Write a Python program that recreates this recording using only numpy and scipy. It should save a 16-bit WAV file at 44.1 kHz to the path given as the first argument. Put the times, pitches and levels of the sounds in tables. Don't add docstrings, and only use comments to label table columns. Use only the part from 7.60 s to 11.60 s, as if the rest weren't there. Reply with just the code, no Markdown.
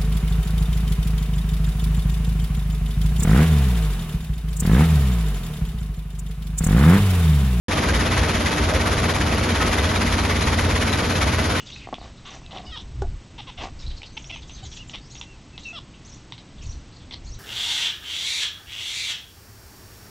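import sys
import numpy as np
from scipy import signal
from scipy.fft import rfft, irfft
from scipy.io import wavfile

SR = 44100
rng = np.random.default_rng(int(sys.argv[2]) if len(sys.argv) > 2 else 0)


def master_out(mix):
    frames = np.transpose(np.atleast_2d(mix))
    ceiling = np.clip(frames, -1, 1)
    pcm = np.round(ceiling * 32767).astype(np.int16)
    wavfile.write(sys.argv[1], SR, pcm)


N = 176400
TIME, FREQS = np.arange(N) / SR, np.fft.rfftfreq(N, 1 / SR)


def undb(db):
    return 10 ** (np.asarray(db) / 20)


def level(x, db):
    return x * undb(db) / np.sqrt(np.mean(x ** 2))


def curve(points):
    hz, value = np.array(points, float).T
    return np.interp(np.log(np.maximum(FREQS, 1)), np.log(hz), value)


def colour(x, points):
    cepstrum = irfft(np.log(undb(curve(points))), N)
    cepstrum[1:N // 2] *= 2
    cepstrum[N // 2 + 1:] = 0
    return irfft(rfft(x) * np.exp(rfft(cepstrum)), N)


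def wander(rate_hz):
    return level(irfft(rfft(rng.standard_normal(N)) * np.exp(-(FREQS / rate_hz) ** 2), N), 0)


def fade(t, t60):
    return np.exp(-np.log(1000) * t / t60)


def superpose(times, sounds):
    where = (times * SR).astype(int)[:, None] + np.arange(sounds.shape[1])
    return np.bincount(where.ravel() % N, sounds.ravel(), N)


def harmonics(shaft_hz, orders, speed_wander=.0008, sway_db=.5):
    turns = np.cumsum(shaft_hz * (1 + speed_wander * wander(2.8))) / SR
    tones = 0
    for order, db in orders:
        amplitude = np.sqrt(2) * undb(db + sway_db * wander(5))
        tones += amplitude * np.sin(2 * np.pi * (order * turns + rng.random()))
    return tones


# (shaft order [1], relative level [dB])
ENGINE_HARMONICS = [(2, -37.5), (3, -27.5), (4, -39), (10, -37)]
FAN_HARMONICS = [(2, -44), (3, -37), (6, -48)]
SHAKE_HARMONICS = [(3, -42), (4, -33.5)]
ENGINE_HZ, FAN_HZ, SCREEN_HZ = 30.0, 78.38, 17.428

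def drones():
    engine = harmonics(ENGINE_HZ, ENGINE_HARMONICS)
    fan = undb(.5) * harmonics(FAN_HZ, FAN_HARMONICS)
    shake = undb(-1) * harmonics(SCREEN_HZ, SHAKE_HARMONICS)
    return engine + fan + shake


# (frequency [Hz], relative level [dB])
FRAME_SPECTRUM = [(25, -31), (39, -21), (50, -7.5), (60, -2), (69, 0), (80, -3.5), (88, -10), (100, -26.5),
                  (200, -50.5), (2000, -90)]
# (time [s], relative level [dB])
FRAME_ENVELOPE = [(.1, -4), (.37, 2), (.62, -1), (1.1, 1), (1.37, -1.5), (1.62, 1.7), (2.15, 1),
                  (2.37, -1.5), (2.75, 0), (3.12, 0.5), (3.37, -3), (3.62, 2), (3.9, -4.5)]

def frame_boom(sway_db=.67):
    envelope_db = np.interp(TIME, *np.array(FRAME_ENVELOPE).T) + sway_db * wander(8.7)
    boom = colour(rng.standard_normal((2, N)), FRAME_SPECTRUM)
    return level(boom * undb(envelope_db), db=-27)


# (frequency [Hz], relative level [dB])
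PANEL_SPECTRUM = [(15, -19), (25, -19), (38, -16.5), (60, -9), (84, -8.5), (99, -14), (110, -6.5),
                  (124, -4.5), (142, -8), (163, -9.5), (180, -6.5), (197, -9), (217, -6), (280, -10),
                  (350, -13.5), (520, -16), (900, -26), (2500, -45.5)]

def panel_rumble():
    return level(colour(rng.standard_normal((2, N)), PANEL_SPECTRUM), db=-25.7)


def steel(times, modes, blow_db=0, scatter_db=2.5):
    t = np.arange(12000) / SR
    where = (times * SR).astype(int) % N
    force = undb(blow_db + scatter_db * np.minimum(rng.standard_normal(len(times)), 2))
    spectrum = 0
    for hz, db, t60 in modes:
        blows = [np.bincount(where, force * mix, N) for mix in rng.standard_normal((2, len(times)))]
        ring = level(np.sin(2 * np.pi * hz * t) * fade(t, t60), db)
        spectrum += rfft(blows) * rfft(ring, N)
    return irfft(spectrum, N)


# (frequency [Hz], relative level [dB], decay time T60 [s])
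WALL_MODES = [(395, 0, 0.096), (420, -1, 0.094), (466, -3, 0.081), (523.7, 1, .12), (590, -6, .1),
              (634.5, 2, .12), (735, -1.5, 0.057), (893, -1.5, 0.2), (1001, -2, 0.084), (1156, -1.5, 0.084),
              (1281, -0.5, 0.12), (1440, -2.5, 0.058), (1525, 1, 0.077)]

def chamber(count=1400):
    return level(steel(rng.random(count) * N / SR, WALL_MODES), db=-30.5)


STONE_T60_S, STONE_SCATTER_DB = .014, 2.5

def stone_clicks(times, db, low_hz=899, high_hz=9020):
    t = np.arange(400) / SR
    strength, length, pitch, pan = rng.standard_normal((len(times), 4)).T[:, :, None]
    hz = low_hz * (high_hz / low_hz) ** (.5 + .5 * np.tanh(pitch))
    amplitude = undb(db[:, None] + STONE_SCATTER_DB * np.minimum(strength, 2))
    envelope = amplitude * fade(t, STONE_T60_S * np.exp(.34 * length))
    ring = .38 * np.sin(2 * np.pi * hz * t)
    clicks = (envelope * (rng.standard_normal(ring.shape) + share * ring) for share in (1, pan))
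    return np.array([superpose(times, part) for part in clicks])


# (frequency [Hz], relative level [dB])
GRAVEL_SPECTRUM = [(150, -12.5), (400, -1.5), (800, 1), (1300, -2), (2050, -4.5), (2750, -3.5), (3500, -4),
                   (5000, -8), (7000, -13), (9000, -19), (11500, -18.5)]

def pour(count=6000):
    times = (np.arange(count) + 2 * rng.standard_normal(count)) / count * N / SR
    return level(colour(stone_clicks(times, np.zeros(count)), GRAVEL_SPECTRUM), db=-30.5)


# (time [s], relative level [dB], frequency [Hz], decay time T60 [s], weight of the crack [1])
PLATE_STRIKES = [(.175, -17, 1168, .06, .2), (.185, -16, 452, 0.056, .2), (.295, -17, 1600, 0.054, .2),
                 (.326, -18, 530, 0.078, .2), (.409, -23, 5020, .03, .5), (.521, -17.5, 1028, 0.065, .3),
                 (.641, -18.5, 2280, .05, .3), (.696, -19.5, 980, .06, .2), (.862, -18, 2020, .07, .2),
                 (.867, -21, 3150, .04, .5), (.984, -17, 400, 0.077, .2), (1.031, -20.5, 1300, .09, .1),
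                 (1.126, -14.5, 629, .13, .15), (1.145, -20, 420, .12, .1), (1.155, -16.5, 535, .14, .3),
                 (1.213, -14.5, 2240, .06, .3), (1.263, -17, 1180, .06, .3), (1.723, -18, 667, .07, .15),
                 (1.748, -16, 446, .07, .15), (1.932, -21, 635, .08, .1), (1.95, -19, 915, .06, .2),
                 (2.001, -18, 1813, .12, .2), (2.007, -19, 1278, .45, .2), (2.03, -21, 1300, .09, .3),
                 (2.182, -16.5, 2050, .05, .2), (2.184, -19, 1850, .05, .2), (2.36, -20, 2255, .05, .2),
                 (2.522, -17, 1000, .05, .3), (2.577, -18.5, 4020, .025, 0.67),
                 (2.588, -23, 4500, .025, .7), (2.597, -22, 4400, .02, .7), (2.607, -22, 4100, .025, .7),
                 (2.991, -17, 1545, .05, .4), (3.326, -22, 624, .06, .4), (3.329, -20, 3400, .02, .6),
                 (3.537, -16, 427, .09, .15), (3.622, -20, 1296, .08, 0.46), (3.637, -22, 920, .14, .1),
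                 (3.68, -19.5, 2438, 0.061, .2)]

def strikes(max_beats=3):
    rings, cracks = np.zeros((2, N))
    for start, db, hz, t60, hardness in PLATE_STRIKES:
        first = int(start * SR)
        t = np.arange(min(SR // 2, N - first)) / SR
        span = slice(first, first + len(t))
        for offset, weight in ((-1, .195), (.015, .48), (.96, .205)):
            mode_hz = hz + max_beats / t60 * offset * rng.uniform(.45, 1)
            mode = weight * np.sin(2 * np.pi * (mode_hz * t + rng.random()))
            rings[span] += undb(db) * mode * fade(t, t60)
        cracks[span] += undb(db) * hardness * rng.standard_normal(len(t)) * fade(t, STONE_T60_S)
    return rings + colour(cracks, LANDING_SPECTRUM)


def clacks(times, centre_hz=1900, octaves=1.1):
    t = np.arange(2400) / SR
    pitch, strength, pan = rng.standard_normal((len(times), 3)).T[:, :, None]
    hz = centre_hz * 2 ** (octaves * np.tanh(pitch))
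    amplitude = undb(STONE_SCATTER_DB * np.minimum(strength, 1))
    ring = amplitude * np.sin(2 * np.pi * hz * t) * fade(t, t60=.057)
    return np.array([superpose(times, share * ring) for share in (1, pan)])


# (frequency [Hz], relative level [dB])
LANDING_SPECTRUM = [(100, -19.5), (300, -7), (600, -0.5), (900, 1), (1400, 1.5), (2050, 0.5), (2450, -1.5),
                    (2750, -4.5), (3500, -3.5), (5000, -8.5), (7000, -9.5), (9000, -12), (10800, -12.5),
                    (11700, -17.5)]
# (frequency [Hz], relative level [dB], decay time T60 [s])
SCREEN_MODES = [(1170, -3.5, .05), (1316, -3.5, .06), (1519, 0.5, 0.044), (1832, -2, 0.056),
                (1918, -3, 0.043), (2012, -0.5, 0.091), (2236, -1, 0.068), (2408, -2.5, 0.046),
                (2560, -6, 0.05), (3050, -6.5, 0.039)]
# (time [s], level change [dB])
STROKE_LOADS = [(.173, 1), (.574, 1.5), (.803, -0.5), (.861, 1), (1.205, 0.5), (1.492, 1.5), (1.664, -2),
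                (1.779, -2), (1.894, -1), (2.008, 1.5), (2.123, 1.5), (2.525, 1.5), (2.754, -1.5),
                (2.984, 1), (3.041, -2), (3.213, 0.7), (3.443, -1.5), (3.615, 2), (3.845, -1)]

def screen(count=170, land_s=.001, spread_s=.008, rebound_s=.009):
    strokes = np.arange(int(N / SR * SCREEN_HZ) + 1)
    shape = (len(strokes), count)
    times = land_s + strokes[:, None] / SCREEN_HZ + spread_s * rng.standard_normal(shape)
    times += rebound_s * rng.exponential(size=shape)
    load_db = .46 * rng.standard_normal(len(strokes))
    for start, extra_db in STROKE_LOADS:
        load_db[round(start * SCREEN_HZ)] += extra_db
    stone_db = np.repeat(load_db, count)
    bed = level(colour(stone_clicks(times.ravel(), stone_db), LANDING_SPECTRUM), db=-27)
    deck = level(steel(times.ravel(), SCREEN_MODES, stone_db), db=-34)
    larger_stones = level(clacks(times[:, :3].ravel()), db=-38.5)
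    return bed + deck + larger_stones


# (frequency [Hz], side minus mid level [dB])
SIDE_LEVEL = [(60, -56), (130, -40), (270, -11), (580, -7), (1000, -5), (1550, -0.5), (1900, -18.5),
              (2500, -16.5), (3500, -5), (5000, -4), (7000, -5.5), (7900, -44), (9200, -45), (9900, 0),
              (10800, -35)]

def widen(pair):
    mid, side = rfft(pair)
    width = undb(curve(SIDE_LEVEL))
    return irfft(np.array([mid + width * side, mid - width * side]) / np.sqrt(1 + width ** 2), N)


def scene():
    return widen(screen() + pour() + chamber() + frame_boom() + panel_rumble()) + drones() + strikes()


# (frequency [Hz], left minus right level [dB])
LEFT_LEVEL = [(700, 1.1), (1400, -1), (1900, 0), (3400, 0), (4500, 4.5), (5400, 7.5), (6500, 3),
              (7700, 0.5)]
# (frequency [Hz], lead of the
LEFT_LEAD = [(2500, 0), (4700, -.6), (5700, .3), (6800, 1), (7650, 3.1), (9300, 3.2), (9750, 4.4),
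             (10400, 6.2)]

def record(dry, matched_below_hz=352, start_s=.083, cutoff_hz=11650):
    sides = np.array([[.5], [-.5]])
    balance_db = curve(LEFT_LEVEL) * (FREQS > matched_below_hz)
    response = undb(sides * balance_db) * np.exp(1j * sides * curve(LEFT_LEAD))
    heard = irfft(rfft(dry) * response, N) * (TIME > start_s)
    return signal.sosfilt(signal.ellip(14, .2, 90, cutoff_hz, fs=SR, output="sos"), heard)


dry = scene()
out = record(dry)
master_out(out)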